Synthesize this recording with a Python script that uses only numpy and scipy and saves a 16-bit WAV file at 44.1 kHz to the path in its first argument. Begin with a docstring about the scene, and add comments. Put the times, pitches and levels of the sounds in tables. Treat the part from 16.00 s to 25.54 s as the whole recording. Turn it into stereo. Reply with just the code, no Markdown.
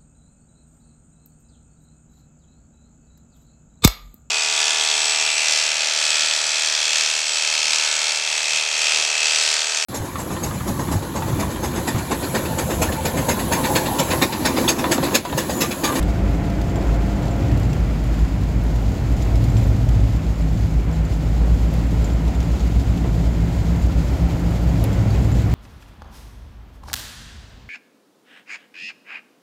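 """Tyres boom on a rain-soaked highway, heard inside a small car that is gathering speed.
The boom beats against the engine's drone, which drops as the car shifts up after a second and a half.
The wet road roars, hisses and sloshes, and rough stretches of tarmac set the cabin drumming.
Drops and spray tick on the glass, and now and then a panel gives a dull knock.
The wipers rub and click about every three seconds, and twice a blade groans."""
import sys
import numpy as np
from scipy import signal
from scipy.fft import rfft, irfft, next_fast_len
from scipy.io import wavfile
from scipy.ndimage import uniform_filter1d

SR = 44100
rng = np.random.default_rng(int(sys.argv[2]) if len(sys.argv) > 2 else 0)


def unload_wav(signal):
    """Save mono or channel-first audio to the path in sys.argv[1] as 16-bit WAV at rate SR, clipped to [-1, 1]."""
    wavfile.write(
        sys.argv[1],
        SR,
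        np.round(np.clip(np.atleast_2d(signal).T, -1, 1) * 32767).astype(np.int16),
    )


N = 420713
TIME = np.arange(N) / SR   # seconds
FFT_SIZE = 2 * next_fast_len(N // 2 + 1, True)
BIN_HZ = np.maximum(np.arange(FFT_SIZE // 2 + 1) * SR / FFT_SIZE, 1)
SHIFT_START_S = 1.35   # when the gear change begins
PING_HZ = 7250   # the pitch around which the drops ping


def from_db(db):
    """Turn decibels into a number to multiply a sound by."""
    return 10 ** (np.asarray(db) / 20)


def rms_one(x):
    """Scale a signal so that its average strength (rms) is 1."""
    return x / np.sqrt(np.mean(x ** 2) + 1e-20)


def in_time(points):
    """Join the points of a (time, value) table with straight lines, giving a value for every sample."""
    return np.interp(TIME, *np.transpose(points))


def over_hz(points, outside=None):
    """Join the points of a (frequency, value) table; past its ends, hold them or use `outside`."""
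    hz, value = np.transpose(points)
    return np.interp(np.log(BIN_HZ), np.log(hz), value, outside, outside)


def ramp(start, length):
    """A smooth step from 0 to 1."""
    return .5 - .5 * np.cos(np.pi * np.clip((TIME - start) / length, 0, 1))


def drift(rate):
    """A random wobble of typical size 1 that turns about `rate` times a second."""
    steps = rng.standard_normal(N // 8)
    return rms_one(np.interp(TIME * np.pi * rate, np.arange(len(steps)), steps))


def pan(db):
    """Left and right gains that make the left side `db` decibels louder."""
    return from_db(np.array([[.5], [-.5]]) * db)


def tone(hz, waver_db, waver_rate, jitter_hz):
    """A tone that follows a pitch curve and wavers a little in strength and pitch."""
    cycles = np.cumsum(hz + jitter_hz * drift(waver_rate)) / SR
    return rms_one(np.sin(2 * np.pi * cycles) * from_db(waver_db * drift(waver_rate)))


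def split(x, hz):
    """The parts of a sound below and above a frequency."""
    low = signal.sosfiltfilt(signal.butter(4, hz, fs=SR, output="sos"), x)
    return low, x - low


def strikes(times, db):
    """A spike of energy at each of the given moments."""
    return np.bincount(np.clip(times * SR, 0, N - 1).astype(int), from_db(db) ** 2, N)


def dying(energy, t60):
    """Let energy die away; t60 is the time in seconds it takes to fade by 60 dB."""
    return signal.lfilter([1], [1, -from_db(-60 / (t60 * SR)) ** 2], energy + 1e-18)


# how alike the two ears hear the cabin: (frequency [Hz], likeness [1 = same, 0 = unrelated])
EAR_LIKENESS = [(60, .998), (150, .998), (220, 0.83), (380, 0.39), (680, 0.82), (1000, 0.14), (1400, -0.19),
                (3000, 0), (15000, 0)]
# which side is louder: (frequency [Hz], left over right [dB])
EAR_BALANCE = [(60, 3.5), (120, 2), (170, 2), (270, 5.5), (380, 0), (700, 0.5), (950, 0.5), (1350, -3),
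               (2000, -3.5), (2800, -0.5), (8800, 0.5), (13000, -2)]
def cabin_noise(spectrum):
    """Stereo noise of strength 1, coloured by a spectrum: the bass is alike at both ears, the treble not."""
    shared, opposite = rfft(rng.standard_normal((2, FFT_SIZE)))
    alike = over_hz(EAR_LIKENESS)
    ears = np.sqrt(1 + alike) * shared + np.sqrt(1 - alike) * opposite * [[1], [-1]]
    colour = from_db(over_hz(spectrum, outside=-np.inf)) * pan(over_hz(EAR_BALANCE))
    return rms_one(irfft(ears * colour, FFT_SIZE)[:, :N])


# how fast the wheels spin: (time [s], speed [turns per s])
WHEEL_SPEED = [(0, 7.57), (2.1, 7.55), (5, 7.98), (9.54, 8.53)]
# how loud the tyres boom: (time [s], level [dB])
TYRE_BOOM_LEVEL = [(0, -27), (.45, -19.5), (1.5, -22.5), (2.15, -19.5), (2.9, -23.5), (3.6, -18),
                   (4.7, -22.5), (5.3, -20.5), (5.9, -17), (7.1, -22), (8, -21.5), (8.5, -24), (9.54, -21)]
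def tyre_boom(pushes_per_turn=7, throb_db=-2.5):
    """Uneven tyres shake the cabin's air near its lowest natural note, throbbing once per wheel turn."""
    speed = in_time(WHEEL_SPEED)
    throb = np.sin(2 * np.pi * np.cumsum(speed) / SR)
    boom = tone(speed * pushes_per_turn, waver_db=1.6, waver_rate=3, jitter_hz=.2)
    return from_db(in_time(TYRE_BOOM_LEVEL) + throb_db * throb) * boom * pan(1.5)


def engine_load():
    """How hard the engine pulls: 1 in low gear, falling to 0 through the gear change."""
    return 1 - ramp(SHIFT_START_S, length=.65)


# tones of the engine's whine: (pitch [times the firing rate], relative level [dB])
WHINE_TONES = [(2.4, 2), (3.6, 4.5), (4.75, -3), (6.5, -2), (8.25, .8), (10.05, -9), (16.5, -17)]
def engine(start_hz=82.8, climb_hz_per_s=.62, shift_drop_hz=22):
    """The firing cylinders drone and the alternator hums; a whine sinks and fades at the gear change."""
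    load = engine_load()
    firing_hz = start_hz + climb_hz_per_s * TIME - shift_drop_hz * (1 - load)
    drone_db = -33 * load - 27 * (1 - load)   # louder in high gear, near the cabin's lowest natural note
    drone = from_db(drone_db) * tone(firing_hz, waver_db=1.2, waver_rate=3, jitter_hz=.1)
    octave = from_db(-35) * tone(2 * firing_hz, waver_db=3.5, waver_rate=3, jitter_hz=.13)
    hum_db = -41.5 - 4 * load   # softer in low gear, where it lies above the cabin's resonance
    alternator = from_db(hum_db) * tone(4.125 * firing_hz, waver_db=2.5, waver_rate=6.8, jitter_hz=.87)
    whine = sum(from_db(db) * tone(multiple * firing_hz, waver_db=2.2, waver_rate=26, jitter_hz=3.8)
                for multiple, db in WHINE_TONES)
    return (drone + octave + alternator + from_db(-41) * load ** 2 * whine) * pan(1.8)


# how loud the gearbox hums: (time [s], level [dB])
GEARBOX_LEVEL = [(0, -36), (2.2, -29), (3.6, -51), (4.4, -27.5), (5.4, -29), (6.2, -28), (6.75, -33),
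                 (7.2, -24.5), (8.7, -27.5), (9.54, -36)]
def gearbox_hum(shaft_turns_per_wheel_turn=6.74, throb_hz=4, throb_depth=.6, crest_s=7.225):
    """A spinning shaft hums at two and three times its turning rate; the upper tone throbs evenly."""
    shaft_hz = in_time(WHEEL_SPEED) * shaft_turns_per_wheel_turn
    upper = tone(3 * shaft_hz, waver_db=1.2, waver_rate=7, jitter_hz=.5)
    lower = from_db(-8) * tone(2 * shaft_hz, waver_db=2.5, waver_rate=5, jitter_hz=.8)
    throb = rms_one(1 + throb_depth * np.cos(2 * np.pi * throb_hz * (TIME - crest_s)))
    return from_db(in_time(GEARBOX_LEVEL)) * (throb * upper + lower) * pan(2.8)


# the deep boom of the car's body: (frequency [Hz], relative level [dB])
BODY_SPECTRUM = [(15, -22), (30, -18), (40, -19), (48, -3), (54, 0), (68, -3), (80, -9), (110, -22),
                 (200, -50)]
# the rumble of the road: (frequency [Hz], relative level [dB])
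RUMBLE_SPECTRUM = [(20, -43), (37, -13), (47, 0), (70, -12.5), (90, -0.5), (113, 2.5), (142, -10),
                   (170, -8), (205, -8.5), (240, -15), (400, -64)]
def road_rumble(rough_boost_db=3):
    """Tarmac shakes the car's body, and shakes it harder on the rough stretches."""
    rough_db = rough_boost_db * sum(on_stretch(start, length) for start, length, _ in ROUGH_TARMAC)
    boom = from_db(-26.5 + rough_db) * cabin_noise(BODY_SPECTRUM)
    rumble = from_db(-24.5 + rough_db + .44 * drift(5.6)) * cabin_noise(RUMBLE_SPECTRUM)
    return boom + rumble


# how water on the road raises and lowers the tyres' noise: (time [s], level change [dB])
ROAD_WETNESS = [(0, -0.5), (1.2, -0.5), (1.75, -0.5), (2.25, -0.9), (3.45, 0.65), (4.05, -0.94), (4.85, -2),
                (5.6, -0.37), (7.45, -0.13), (8.95, 1.5), (9.54, 1)]
# the roar of the tread: (frequency [Hz], relative level [dB])
ROAR_SPECTRUM = [(90, -8.5), (150, 0), (200, 0), (235, -4.5), (275, 1), (350, -5.5), (460, -10), (560, -10),
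                 (750, -12), (900, -15.5), (1200, -32), (2500, -80)]
# the rush of thrown water: (frequency [Hz], relative level [dB])
SPRAY_SPECTRUM = [(600, -51), (980, 3.5), (1150, 0), (1380, 3), (1600, -1), (2100, -0.5), (2700, -6),
                  (3300, -11.5), (6000, -52)]
# the water's high hiss: (frequency [Hz], relative level [dB])
HISS_SPECTRUM = [(2000, -1), (3200, 2.5), (3900, 2.5), (4900, 2), (5800, -2), (6600, 0.7), (7400, -0.5),
                 (8000, -5), (8800, -11.5), (10000, -11), (12300, -10), (14000, -13), (16000, -14)]
def wet_road():
    """The tread roars and thrown water hisses, more where it is wetter; roar and spray ease in high gear."""
    wet_db = in_time(ROAD_WETNESS)
    roar_db = -27.5 + 1.3 * wet_db + 2.5 * engine_load()
    spray_db = -39 + wet_db + 3 * (1 - ramp(SHIFT_START_S, length=1.5))
    roar = from_db(roar_db + .44 * drift(8)) * cabin_noise(ROAR_SPECTRUM)
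    spray = from_db(spray_db + .72 * drift(12)) * cabin_noise(SPRAY_SPECTRUM)
    hiss = from_db(-43 + wet_db + 1.08 * drift(10)) * cabin_noise(HISS_SPECTRUM)
    return roar + spray + hiss


# the sizzle of fine spray: (frequency [Hz], relative level [dB])
SIZZLE_SPECTRUM = [(9000, -12), (11000, -3), (12300, 0), (13500, -4), (16000, -12)]
# how loud it sizzles: (time [s], level [dB])
SIZZLE_SWELLS = [(0, -64), (2.8, -63), (3.45, -57), (4.2, -65), (5.8, -62), (6.7, -65), (7.6, -61),
                 (8.8, -57), (9.1, -62), (9.54, -58)]
def sizzle(grain_db=2):
    """The finest spray sizzles on the glass, swelling and sinking at its own pace."""
    grainy = rms_one(cabin_noise(SIZZLE_SPECTRUM) * from_db(grain_db * drift(300)))
    return from_db(in_time(SIZZLE_SWELLS)) * grainy


# rubber sliding on wet glass: (frequency [Hz], relative level [dB])
RUB_SPECTRUM = [(250, -26), (400, 4), (560, 0), (800, -11), (1300, -26)]
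def wiper_rub(sweep_at_s=2.5, every_s=3.1, stroke_s=.72):
    """The blades sweep out and back, rubbing loudest in mid-stroke, where they move fastest."""
    strokes = (TIME - sweep_at_s) % every_s / stroke_s
    speed = np.abs(np.sin(np.pi * strokes)) * (strokes < 2)   # two strokes, then a rest
    return speed * from_db(-48 + drift(11)) * cabin_noise(RUB_SPECTRUM)


def small_drops(count=300, spread_db=2.5, pitch_range_hz=600):
    """Rows like BIG_DROPS for small drops that land at random, harder where the road is wetter."""
    when, size, pitch, tap, ping, spatter = rng.random((count, 6)).T
    times = when * N / SR
    db = np.interp(times, *np.transpose(ROAD_WETNESS)) - spread_db * np.log(np.maximum(size, .1))
    tap_db = db - 51.5 + 6 * (tap - .5)
    ping_db = db - 58 + 6 * (ping - .5)
    spatter_db = db - 60 + 5 * (spatter - .5)
    return np.transpose([times, tap_db, ping_db, spatter_db, PING_HZ + pitch_range_hz * (pitch - .5)])


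def pings(times, levels_db, pitches_hz, count=9, width_hz=600, attack_s=.003, t60=.095):
    """Each hit gives a short, high ping: a bunch of close tones around a pitch of its own."""
    age = TIME[:SR // 8]
    out = np.zeros((2, N + len(age)))
    for start, gain, centre_hz in zip((times * SR).astype(int), from_db(levels_db), pitches_hz):
        stretch = (centre_hz / PING_HZ) ** 3.3   # lower pings die sooner
        envelope = from_db(-60 * age / (t60 * stretch)) * (1 - np.exp(-age / (attack_s * stretch)))
        tones_hz = centre_hz + width_hz * (rng.random((count, 1)) - .5)
        phases = rng.random((2, count, 1))
        ring = np.sin(2 * np.pi * (tones_hz * age + phases)).sum(axis=1) * np.sqrt(2 / count)
        out[:, start:start + len(age)] += gain * envelope * ring
    return out[:, :N]


def noise_bursts(times, db, side_db, spectrum, t60, click_db, grain_db):
    """Each hit is a sharp click, a short burst of grainy noise and a faint echo in the cabin."""
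    energy = np.array([strikes(times, db + side * side_db) for side in (.5, -.5)])
    click = from_db(click_db) ** 2 * dying(energy, t60=.0046)
    echo = from_db(-14) ** 2 * dying(energy, t60=.13)
    onset = dying(energy, t60=.007)   # taken away so that the burst needs a moment to build
    burst = np.maximum(dying(energy, t60) + echo - onset, 0)
    grainy = rms_one(cabin_noise(spectrum) * from_db(grain_db * drift(900)))
    return np.sqrt(click + burst) * grainy


# a bright tap: (frequency [Hz], relative level [dB])
TAP_SPECTRUM = [(1800, -5), (3200, 1.5), (4800, -1), (6400, -2.5), (7400, -9), (8600, -9)]
# a fine, high spatter: (frequency [Hz], relative level [dB])
SPATTER_SPECTRUM = [(7500, -8), (8700, -1), (12500, 1), (15500, -3)]
# big drops and splashes on the glass, before the boost:
# (time [s], tap level [dB], ping level [dB], spatter level [dB], ping pitch [Hz])
BIG_DROPS = [(0.027, -36, -44, -42, 7580), (0.501, -41, -54, -50, 7200), (0.614, -36.5, -54, -46, 7200),
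             (0.641, -44, -56, -53, 7200), (0.692, -52, -45, -58, 7360), (0.757, -39, -40, -52, 7250),
             (0.881, -50, -46, -56, 7210), (0.942, -40, -47, -52, 7200), (1.23, -40, -47, -50, 7220),
             (1.255, -44, -49, -51, 7320), (1.282, -42, -48, -54, 7200), (1.309, -49, -41, -54, 7150),
             (1.515, -40, -52, -53, 7100), (1.574, -39, -47, -45, 7300), (1.598, -44, -47, -48, 7360),
             (1.632, -43, -49, -49, 7300), (1.697, -46, -50, -51, 7600), (1.731, -35.5, -45, -45, 7110),
             (2.038, -43, -51, -47, 6930), (2.435, -42, -56, -51, 7190), (2.758, -42, -48, -52, 6620),
             (2.918, -47, -47, -51, 6840), (3.167, -41, -45, -48, 7250), (3.222, -36.5, -41, -47, 6800),
             (3.356, -38, -47, -47, 7200), (3.44, -39, -42, -42, 7060), (3.496, -48, -42.5, -50, 7300),
             (3.568, -37, -40.5, -45, 7430), (3.582, -47, -49, -46, 7430), (3.635, -54, -48, -50, 7400),
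             (3.672, -54, -55, -48, 7300), (3.889, -38, -52, -44, 7200), (4.161, -44, -52, -50, 7200),
             (4.356, -48, -48, -56, 7190), (4.41, -45, -47, -54, 7300), (4.573, -42, -54, -54, 7200),
             (4.927, -50, -44, -54, 7360), (5.05, -41, -45, -52, 7170), (5.136, -48, -47, -54, 7190),
             (6.042, -38, -37, -47, 7300), (6.132, -48, -47, -49, 7350), (6.279, -38, -51, -53, 7100),
             (6.302, -43, -53, -53, 7000), (6.347, -39, -42, -49, 7050), (6.404, -38, -46, -50, 5500),
             (6.604, -36.5, -43.5, -56, 6500), (6.797, -39, -48, -54, 7200), (6.974, -41, -47, -50, 7200),
             (7.794, -52, -43, -56, 6890), (7.82, -48, -45, -54, 7300), (8.508, -44, -49, -47, 7150),
             (8.93, -41, -45, -48, 7300), (9.105, -43, -36, -48, 4800), (9.245, -47, -46, -49, 7420),
             (9.316, -42, -38.5, -48, 7370)]
def drops_and_clicks(boost_db=3.5, side_spread_db=1.5):
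    """Drops hit the glass with a tap, a ping and a spatter; the wipers' clicks mix the same three sounds."""
    times, tap_db, ping_db, spatter_db, ping_hz = np.vstack([BIG_DROPS, wiper_clicks(), small_drops()]).T
    side_db = side_spread_db * rng.standard_normal(len(times))
    ringing = pings(times, ping_db, ping_hz)
    taps = noise_bursts(times, tap_db, side_db, TAP_SPECTRUM, t60=.04, click_db=2, grain_db=-1.5)
    spatter = noise_bursts(times, spatter_db, side_db, SPATTER_SPECTRUM,
                           t60=.036, click_db=1.5, grain_db=4.5)
    return from_db(boost_db) * (ringing + taps + spatter)


# sloshing water: (frequency [Hz], relative level [dB])
SLOSH_SPECTRUM = [(220, -16), (330, 2.5), (550, 1.5), (850, -6.5), (1200, -9.5), (2500, -21)]
# shallow puddles under the tyres: (time [s], draining time [s], level [dB])
PUDDLE_HITS = [(0.72, 0.32, -30), (1.15, 0.35, -32.5), (4.86, 0.12, -34), (5.39, 0.2, -31.5),
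               (8.81, 0.37, -35)]
def puddles(attack_s=.018):
    """Water thrown into the wheel arches swells quickly and drains away."""
    swell = sum(from_db(db) * (ramp(start, attack_s) - ramp(start + attack_s, drain_s))
                for start, drain_s, db in PUDDLE_HITS)
    return swell * cabin_noise(SLOSH_SPECTRUM)


# a knocked panel: (frequency [Hz], relative level [dB])
KNOCK_SPECTRUM = [(40, -10), (150, -27), (300, 16), (480, 11), (900, 9), (1500, -7), (2300, 0.5),
                  (5000, -19), (10000, -38)]
# dull knocks of the body and wipers: (time [s], base level [dB], extra bass [dB], extra treble [dB])
KNOCK_HITS = [(0.769, -26, 6, -2), (1.565, -27, 6, -6), (3.56, -29, 0, -2), (6.277, -26.5, 2, -5),
              (7.043, -20.7, -2, -4), (8.842, -25, 3, 3.5), (9.146, -20.7, 5, 1)]
def knocks(contact_s=.01):
    """Padded panels answer a soft blow with a long thud, a clack and a short rattle of the trim."""
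    times, db, bass_db, treble_db = np.transpose(KNOCK_HITS)
    thud, upper = split(cabin_noise(KNOCK_SPECTRUM), hz=240)
    clack, rattle = split(upper, hz=1300)
    out = 0
    for part, part_db, t60 in ((thud, bass_db - 9, .46), (clack, -3, .15), (rattle, treble_db - 3, .15)):
        envelope = np.sqrt(dying(strikes(times, db + part_db), t60))
        out = out + part * uniform_filter1d(envelope, int(contact_s * SR))   # smoothing softens the blow
    return out


def on_stretch(start, length, edge_s=.26):
    """1 while the tyres are on a rough stretch and 0 elsewhere, with soft edges."""
    return ramp(start - edge_s / 2, edge_s) - ramp(start + length - edge_s / 2, edge_s)


# the cabin's drumming note: (frequency [Hz], relative level [dB])
DRUM_SPECTRUM = [(95, -8), (108, 4), (115, 2), (122, -8.5), (138, -9)]
# rough stretches of tarmac: (start [s], length [s], drumming level [dB])
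ROUGH_TARMAC = [(1.424, 0.34, -17.5), (3.213, 0.89, -19.5), (8.702, 0.94, -22)]
def drumming():
    """Rough tarmac sets the cabin's air drumming on one low note, at a fairly even level."""
    note = cabin_noise(DRUM_SPECTRUM)
    power = uniform_filter1d(np.mean(note ** 2, axis=0), SR // 12)
    evened = rms_one(note / np.sqrt(power + .15))
    return sum(from_db(db) * on_stretch(start, length) for start, length, db in ROUGH_TARMAC) * evened


# the wipers' clicks: (time [s], relative level [dB])
WIPER_TICKS = [(2.637, -3), (5.738, 0), (8.84, 9.5)]
def wiper_clicks(tap_db=-44, ping_db=-53, spatter_db=-45.5):
    """Rows like BIG_DROPS for the wipers, which give a sharp, bright click early in each sweep."""
    return [(time, db + tap_db, db + ping_db, db + spatter_db, PING_HZ) for time, db in WIPER_TICKS]


# groans of a wiper blade: (start [s], level [dB])
BLADE_GROANS = [(5.879, -42.5), (8.82, -39)]
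def wiper_groan(length_s=.3, low_hz=390, high_hz=660):
    """A blade judders on the wet glass: a rough tone that swells and rises on the outward stroke."""
    out = 0
    for start, db in BLADE_GROANS:
        progress = np.clip((TIME - start) / length_s, 0, 1)
        swell = np.sqrt(4 * progress * (1 - progress))
        hz = low_hz + (high_hz - low_hz) * progress
        out = out + from_db(db) * swell * tone(hz, waver_db=3, waver_rate=20, jitter_hz=25)
    return out * pan(.5)


def scene():
    """Everything as heard from the front seat."""
    driving = engine() + tyre_boom() + gearbox_hum() + road_rumble() + wet_road() + drumming()
    return driving + drops_and_clicks() + knocks() + puddles() + wiper_rub() + sizzle() + wiper_groan()


def record(dry, cutoff_hz=15700):
    """Cut away the very highest treble with a steep filter."""
    return signal.sosfiltfilt(signal.ellip(10, .05, 60, cutoff_hz, fs=SR, output="sos"), dry)


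dry = scene()
out = record(dry)
unload_wav(out)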